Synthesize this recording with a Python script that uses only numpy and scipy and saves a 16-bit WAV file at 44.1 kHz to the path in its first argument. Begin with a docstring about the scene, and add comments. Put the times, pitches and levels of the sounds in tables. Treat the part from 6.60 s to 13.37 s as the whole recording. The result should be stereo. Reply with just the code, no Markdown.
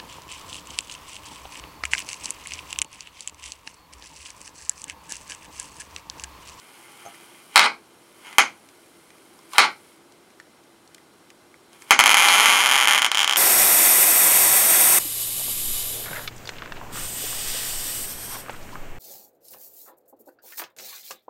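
"""Sparking charger in salt water

A live mains charger hangs in a tub of salt water on a workbench in a small quiet room.
Sparks crack inside its plastic casing and overload the microphone: clicks set off ringing and an echo of noise.
Between them the brine fizzes and ticks (grains and puffs of noise), and the casing bumps the tub (ringing tones).
At the end the arc strikes over and over, as an uneven buzz that breaks up into single cracks."""
import sys
import numpy as np
from scipy import signal
from scipy.io import wavfile
from scipy.ndimage import uniform_filter1d

SR = 44100
rng = np.random.default_rng(int(sys.argv[2]) if len(sys.argv) > 2 else 0)


def log_audio(samples):
    """Write samples as a 16-bit WAV file to the path given in sys.argv[1]."""
    # one column per channel
    frames = np.atleast_2d(samples).T
    # limit to full scale, then quantise
    limited = np.clip(frames, -1, 1)
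    pcm = np.round(limited * 32767).astype(np.int16)
    wavfile.write(sys.argv[1], SR, pcm)


N = 298557  # length in samples


def from_db(db):
    """Turn decibels into gain."""
    return 10 ** (np.asarray(db) / 20)


def rms_one(x):
    """Scale to an average strength (rms) of 1."""
    return x / np.sqrt(np.mean(x ** 2) + 1e-20)


def in_time(rows):
    """Turn table columns into curves, with one value a sample."""
    s, *columns = np.transpose(rows)
    return [np.interp(np.arange(N) / SR, s, column) for column in columns]


def at_hz(points, hz):
    """Read a spectrum between its points, with pitch on a log scale."""
    point_hz, values = np.transpose(points)
    return np.interp(np.log(hz), np.log(point_hz), values)


def filtered(x, order, edge, kind):
    """Keep one part of the spectrum with a smooth filter."""
    return signal.sosfilt(signal.butter(order, edge, kind, fs=SR, output="sos"), x)


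def resonate(x, hz, width_hz):
    """Ring at one pitch (two-pole resonance, gain 1 on top); a narrower width rings longer."""
    r = np.exp(-np.pi * width_hz / SR)
    feedback = [1, -2 * r * np.cos(2 * np.pi * hz / SR), r * r]
    return signal.lfilter([(1 - r * r) / 2, 0, (r * r - 1) / 2], feedback, x)


def bands(length):
    """Give third-octave bands of mid and side noise; neighbours are unrelated."""
    edges = 25 * 2 ** np.arange(0, 9.5, 1 / 3)
    white = rng.standard_normal((2, 2, length))
    for k, (low, high) in enumerate(zip(edges, edges[1:])):
        yield np.sqrt(low * high), filtered(white[k % 2], 2, [low, high], "band")


def clicks(times, gains):
    """Make a train of clicks, each one sample long."""
    train = np.zeros(N)
    places = np.minimum(np.round(np.asarray(times) * SR).astype(int), N - 1)
    np.add.at(train, places, gains)
    return train


def grains(per_s, spread_db):
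    """Scatter tiny clicks at random moments, of very uneven size; rms 1."""
    sizes = from_db(spread_db * np.minimum(rng.exponential(1, N), 5)) * rng.choice([-1, 1], N)
    return rms_one(sizes * (rng.random(N) < per_s / SR))


def swell(start, length, rise_db_per_s, fall_db_per_s):
    """Gain that climbs to 1 at the start, holds and dies away."""
    t = np.arange(N) / SR
    before = np.minimum(t - start, 0)
    after = np.maximum(t - start - length, 0)
    return from_db(rise_db_per_s * before - fall_db_per_s * after)


# colour of the room's hiss and rumble: f/Hz, relative level per Hz/dB
ROOM_COLOUR = [(18, -59.5), (30, -19.5), (345, -3.5), (540, -8.5), (1280, -11.5), (1430, -12),
               (1860, -20.5), (2120, -20), (3670, -20), (5450, -24), (5900, -25), (9220, -23.5),
               (14000, -33), (16000, -41.5)]
# how much of it differs between left and right: f/Hz, side against mid level/dB
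ROOM_WIDTH = [(60, -12.5), (700, -9.5), (2400, -5.5), (4400, -16), (8100, -32.5), (15000, -38)]
# faint wavering tones in the room: f/Hz, width/Hz, level/dB
ROOM_WHINES = [(338.6, 12, -63), (2060, 14, -73.5), (4100, 49, -77)]
ROOM_LEVEL_DB = -55  # hiss and rumble, rms of mid


def room_tone():
    """Smooth wide hiss and rumble; noise through narrow resonances adds wavering tones; mid and side."""
    hiss = np.zeros((2, N))
    for hz, noise in bands(N):
        mid_db = at_hz(ROOM_COLOUR, hz)
        band_db = np.array([[mid_db], [mid_db + at_hz(ROOM_WIDTH, hz)]])
        hiss += from_db(band_db) * noise
    room = from_db(ROOM_LEVEL_DB) * hiss / np.std(hiss[0])
    white = rng.standard_normal(N)
    room[0] += sum(from_db(db) * rms_one(resonate(white, hz, width)) for hz, width, db in ROOM_WHINES)
    return room


THIN_HZ, THIN_DB = 5561, -71
THIN_BURSTS_PER_S, THIN_EDGE_S = 11.04, .062  # one of the bursts begins at the edge time


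def thin_tone():
    """A faint high whine of switching electronics, on for 45 to 100% of each turn."""
    t = np.arange(N) / SR
    turn = (t - THIN_EDGE_S) * THIN_BURSTS_PER_S + 1
    on_share = rng.choice([.45, .6, .7, 1.], 100)[turn.astype(int)]
    gate = uniform_filter1d((turn % 1 < on_share) * 1., size=200)  # soft edges
    return from_db(THIN_DB) * gate * np.sin(2 * np.pi * THIN_HZ * t)


# touches of the casing against the plastic tub: t/s, level before the tub's own levels/dB
TOUCHES = [(.453, -41), (.462, -34.5), (.473, -38)]
# tones at which the tub rings: f/Hz, level/dB, time to fall by 60 dB/s
TUB_TONES = [(696, -1, 0.143), (789, -4, .12), (1276, -4, 0.053), (6340, -4, .03)]


def bumps():
    """Each touch sets the tub's tones ringing and dying away."""
    t = np.arange(SR // 4) / SR
    at, db = np.transpose(TOUCHES)
    ring = sum(from_db(level_db - 60 * t / t60) * np.sin(2 * np.pi * hz * t) for hz, level_db, t60 in TUB_TONES)
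    return signal.fftconvolve(clicks(at, from_db(db)), ring)[:N]


# bubbles bursting and drips: t/s, peak level/dB, f/Hz, broad part against pitched part level/dB
BUBBLES_AND_DRIPS = [(0.545, -34, 2150, -4), (1.69, -45, 1037, 0), (1.728, -32, 2200, -20),
                     (2.088, -37.5, 2300, -2), (2.261, -47, 2160, -11), (2.504, -37.5, 2180, -11),
                     (2.583, -45, 2280, -8), (2.79, -39.5, 1040, -3), (2.934, -23.5, 1060, -4),
                     (3.522, -42.5, 673, 3), (3.704, -44, 2210, -12), (3.8, -30.5, 1710, -14),
                     (4.038, -46.5, 966, 2), (4.276, -41, 780, 4), (4.346, -30, 3000, -1),
                     (4.381, -41, 2150, -16), (4.703, -34.5, 2400, -8), (4.942, -36.5, 2150, -20),
                     (5.131, -38, 1340, 4.5), (5.221, -31, 2090, -3)]
PUFF_T60_S = .015  # time for the puff of noise to fall by 60 dB


def ticks():
    """Each one is a puff of noise, part in its own resonance (low ones ring longer) and part broad."""
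    out, t = np.zeros(N + SR), np.arange(SR // 5) / SR
    for s, peak_db, hz, broad_db in BUBBLES_AND_DRIPS:
        puff = rng.standard_normal(len(t)) * from_db(-60 * t / PUFF_T60_S)
        pitched = rms_one(resonate(puff, hz, hz * hz / 11000))
        broad = rms_one(filtered(puff, 2, [2200, 8000], "band"))
        sound = pitched + from_db(broad_db) * broad
        out[round(s * SR):][:len(t)] += from_db(peak_db) * sound / np.max(np.abs(sound))
    return out[:N]


# steady strength of both hissing sounds, before their filters: t/s, sizzle level/dB, fizz level/dB
STEADY_LEVELS = [(0, -49.5, -56.5), (.45, -45.5, -54), (.92, -52, -57), (1.2, -60, -67.5),
                 (1.5, -57.5, -61), (1.7, -46.5, -55), (1.9, -58.5, -62), (2.9, -56.5, -61),
                 (3.33, -56, -59.5), (3.4, -62.5, -70), (5.1, -66, -70.5), (5.16, -65, -62)]
# short swells of sizzle and fizz: top t/s, sizzle level/dB, fizz level/dB
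SHORT_SWELLS = [(.952, -37, -57), (1.67, -40, -72), (1.73, -42, -76), (2.94, -61, -46), (2.975, -55, -48),
                (5.14, -50, -65), (5.219, -50, -56), (5.297, -38, -56)]
SWELL_RISE_DB_PER_S, SWELL_FALL_DB_PER_S = 500.5, 348.5


def sizzle_and_fizz_gains():
    """Tiny discharges (sizzle) and gas (fizz) run steadily and swell briefly; one gain curve for each."""
    gains = from_db(in_time(STEADY_LEVELS))
    for s, *db in SHORT_SWELLS:
        gains = gains + np.outer(from_db(db), swell(s, 0, SWELL_RISE_DB_PER_S, SWELL_FALL_DB_PER_S))
    return gains


def gas_fizz(gain):
    """Fine gas bubbles burst at the surface: grains through two wide resonances give a bright fizz."""
    fizz = grains(5000, spread_db=3.0)
    return gain * rms_one(resonate(fizz, 9300, 2700) + .5 * resonate(fizz, 5000, 2500))


# noise of the echo at its start: f/Hz, relative level per Hz/dB
ECHO_COLOUR = [(60, -4), (150, 13.5), (300, 11), (450, -0.5), (800, 0), (1400, 5.5), (2200, 5.5),
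               (3200, -7), (4500, 3), (7000, -1.5), (10000, -3.5), (15500, 1.5)]
# how fast the echo dies: f/Hz, time to fall by 60 dB/s
ECHO_DECAY = [(200, 0.36), (1000, 0.2), (3000, 0.19), (7000, 0.19), (11000, 0.1), (15500, 0.045)]
# air in tub and casing that rings on under the echo: f/Hz, width/Hz, relative level/dB
HOLLOW_AIR = [(772, 65, 10.5), (813, 8.3, 0), (1027, 50, 6.5), (1434, 57, 6), (1480, 39, -19),
              (1708, 37, 9), (2177, 18, -3), (2110, 91, -17.5), (2704, 45, -23.5), (3240, 59, -21.5),
              (5705, 30, -10)]
HOLLOW_DB = -7.5  # hollow ringing against the echo noise in mid
ECHO_RISE_S, HOLLOW_T60_S = .003, .047
# side: overall level, share of its long waves, and where short waves begin
ECHO_SIDE_DB, SIDE_BASS_DB, SIDE_FROM_HZ = -17, -17, 2300


def echo_tail():
    """What follows any click: noise swells and dies band by band, with hollow ringing in it; mid and side."""
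    t = np.arange(SR // 2) / SR
    noise_tail = np.zeros((2, len(t)))
    for hz, noise in bands(len(t)):
        noise_tail += from_db(at_hz(ECHO_COLOUR, hz) - 60 * t / at_hz(ECHO_DECAY, hz)) * noise
    noise_tail = noise_tail * (1 - np.exp(-t / ECHO_RISE_S))
    dying_noise = rng.standard_normal(len(t)) * from_db(-60 * t / HOLLOW_T60_S)
    hollow = sum(from_db(db) * rms_one(resonate(dying_noise, hz, width)) for hz, width, db in HOLLOW_AIR)
    mid = rms_one(noise_tail[0]) + from_db(HOLLOW_DB) * rms_one(hollow)
    # the two microphone ports lie close together: mainly short waves differ between them
    side_noise = rms_one(noise_tail[1])
    side = filtered(side_noise, 3, SIDE_FROM_HZ, "high") + from_db(SIDE_BASS_DB) * side_noise
    return np.array([mid, from_db(ECHO_SIDE_DB) * side]) / np.sqrt(len(t))


# share of each casing voice sent into the echo: level/dB for lid shut, ajar, open, then wet
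# the wider the lid opens, the less is left to ring on inside
VOICE_SEND_DB = [-0.5, -1.5, -2, -0.5]
BRINE_SEND_DB, ECHO_DB = -13, -5.5  # share of ticks, bumps and fizz; then the echo as a whole


def with_echo(voices, brine):
    """The direct sound plus its echo; a trace of its slope differs between left and right; mid and side."""
    direct = voices.sum(axis=0) + brine
    sent = from_db(VOICE_SEND_DB) @ voices + from_db(BRINE_SEND_DB) * brine
    tail = signal.fftconvolve(sent[None], from_db(ECHO_DB) * echo_tail(), axes=1)[:, :N]
    return tail + [direct, 0.022 * np.gradient(direct)]


# steam and gas driven out around the wet flashes: start t/s, length/s, level before the casing rings/dB
GAS_RUSHES = [(.99, 0.074, -34), (2.946, 0.015, -50.5), (3.002, 0.05, -35)]
VENT_RISE_DB_PER_S, VENT_FALL_DB_PER_S = 698, 1195.5
VENT_DULL_HZ = 2500  # the gas rushes out duller than a spark cracks


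def venting_gas():
    """Steam and gas rush out as dense grains with their treble softened."""
    gain = sum(from_db(db) * swell(s, length, VENT_RISE_DB_PER_S, VENT_FALL_DB_PER_S)
               for s, length, db in GAS_RUSHES)
    dull = signal.butter(1, VENT_DULL_HZ, fs=SR)
    return gain * rms_one(signal.lfilter(*dull, grains(6000, spread_db=3.0)))


def casing_sizzle(gain):
    """Tiny discharges in the casing: grains with softened treble, 15 dB below the given gain."""
    return from_db(-15.0) * gain * signal.lfilter([.4], [1, -.6], grains(3000, spread_db=3.0))


# pace and strength of the arc while it strikes: t/s, sparks per s, middle peak level/dB
ARC_PACE = [(5.5, 104, -1), (5.6, 169, -2.5), (5.701, 214, -5), (5.85, 212, -4), (5.999, 202, -6),
            (6.06, 140, -5), (6.2, 130, -2.5), (6.379, 155, -5), (6.448, 124, -4.5), (6.6, 101, -1.5),
            (6.719, 79, -3)]
# spells in which the arc keeps striking: first spark t/s, last spark t/s
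ARC_SPELLS = [(5.3996, 5.4078), (5.4595, 5.5509), (5.5697, 6.1635), (6.1776, 6.255), (6.2736, 6.3642),
              (6.378, 6.3936), (6.4196, 6.4273), (6.4459, 6.4634), (6.5468, 6.5535), (6.5729, 6.6446),
              (6.6953, 6.7346), (6.7595, 6.7684)]
WAIT_SPREAD, RESTED_WAIT = .21, 1.46  # unevenness of waits; the pause before a spell counts as this many


def arc_sparks():
    """The gap recharges and fires again: uneven waits, and a longer wait gives a stronger spark."""
    s, per_s, peak_db = np.transpose(ARC_PACE)
    rows = []
    for first, last in ARC_SPELLS:
        chance = rng.standard_normal((2, 200))
        fine = np.linspace(first, last, num=500)
        fired = np.cumsum(np.interp(fine, s, per_s)) * (fine[1] - first)  # running count of sparks
        waits = np.exp(WAIT_SPREAD * chance[0, :max(round(fired[-1]), 1)])
        counts = np.append(0, np.cumsum(waits)) / waits.sum() * fired[-1]
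        at = np.interp(counts, fired, fine)
        strength_db = 6.0 * (np.append(RESTED_WAIT, waits) - 1) + 1.5 * chance[1, :len(at)]
        rows.append(np.transpose([at, np.interp(at, s, peak_db) + strength_db, 0 * at]))  # none of them wet
    return np.vstack(rows)


# quick ringing of the casing: f/Hz, width/Hz, then relative level/dB for lid shut, ajar, open,
# and for a flash over wet parts
CASING_RINGS = [(972, 1074, -5, -5, -5, 0.5), (1630, 790, -15, -9, -9.5, -9.5),
                (2135, 622, -2.5, -2, -4, 2), (3116, 607, -3.5, -0.5, 3.5, -3),
                (3930, 810, -16.5, -20, -21, -0.5), (5254, 2300, -19, -16, -11.5, -12.5),
                (6300, 320, -9.5, -11.5, -10, -12), (6800, 690, -14, -12, -9, -13.5),
                (8524, 1100, -18, -23, -18.5, -9), (9475, 470, -15, -7, -10.5, -8),
                (10550, 690, -9.5, -20, -19.5, -11.5), (11500, 910, -20.5, -17, -25, -24.5),
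                (12330, 540, -25.5, -21.5, -37, -19.5), (12370, 1000, -23, -18.5, -43, -14.5),
                (13670, 3200, -25.5, -27.5, -24.5, -26.5), (14980, 660, -33, -32, -39, -25.5)]


def crack(levels_db):
    """The direct sound of one spark: each resonance twice over, so that it swells before it dies; height 1."""
    click = np.eye(1, 1024)[0]
    sound = np.zeros(len(click))
    for k, ((hz, width, *_), db) in enumerate(zip(CASING_RINGS, levels_db)):
        ring = resonate(resonate(click, hz, width), hz, width)
        sound += from_db(db) * (-1) ** k * ring  # neighbours have opposite sign
    return sound / np.max(np.abs(sound))


# single sparks: t/s, peak level/dB, share that flashes over wet parts (0-1)
SINGLE_SPARKS = [(0.9587, 11.5, 1), (0.9692, -2.5, 0.7), (0.9774, 2.5, 0.9), (0.994, 4, 0.8),
                 (1.7835, 12, 0.02), (2.9823, 12.5, 0.79), (2.9944, -9.5, 0.86), (5.3081, 12.5, 0),
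                 (5.3912, 8.5, 0), (5.4388, 1.5, 0), (5.6859, 2, 1), (6.5164, -2.5, 0.27), (6.677, 0, 0)]
# the gas pushes the lid open: t/s, opening (0 shut, 1 ajar, 2 open; beyond 2 the dry sparks weaken)
LID_OPENING = [(5.5, 0.026), (5.8, 0.12), (6.05, 0.62), (6.3, 0.86), (6.42, 1.4), (6.56, 2.25)]


def charger(sizzle_gain):
    """Sparks, sizzle and gas ring in the casing, the dry sparks coloured by the lid; shut, ajar, open and wet."""
    at, peak_db, wet = np.vstack([SINGLE_SPARKS, arc_sparks()]).T
    wet = np.clip(wet, 0, 1)
    lid, = in_time(LID_OPENING)
    dry_sparks = clicks(at, from_db(peak_db) * (1 - wet))
    wet_sparks = clicks(at, from_db(peak_db) * wet)
    trains = [dry_sparks * np.clip(1 - abs(lid - state), 0, 1) for state in range(3)]
    trains.append(wet_sparks + venting_gas())
    trains[0] += casing_sizzle(sizzle_gain)
    colours = np.transpose(CASING_RINGS)[2:]
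    return np.array([signal.fftconvolve(train, crack(db))[:N] for train, db in zip(trains, colours)])


def scene():
    """Add up all sources, from mid and side to left and right."""
    sizzle_gain, fizz_gain = sizzle_and_fizz_gains()
    brine = ticks() + bumps() + gas_fizz(fizz_gain)
    mid, side = room_tone() + with_echo(charger(sizzle_gain), brine)
    mid = mid + thin_tone()
    return np.array([mid + side, mid - side])


LOPSIDED = 0.035  # square-law part of the microphone stage
CUTOFF_HZ = 15800  # nearly nothing is left above this


def record(dry):
    """The microphone cuts the loudest cracks flat, bends them a little and loses rumble and top."""
    dry = filtered(dry, 2, 70, "high")
    flat = np.clip(dry, -.95, .95)
    flat = flat - LOPSIDED * flat ** 2  # a lopsided stage turns each crack into a faint low thump
    top_cut = signal.ellip(10, .5, 60, CUTOFF_HZ, fs=SR, output="sos")
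    return np.clip(signal.sosfilt(top_cut, flat), -1, 1)


dry = scene()
out = record(dry)
log_audio(out)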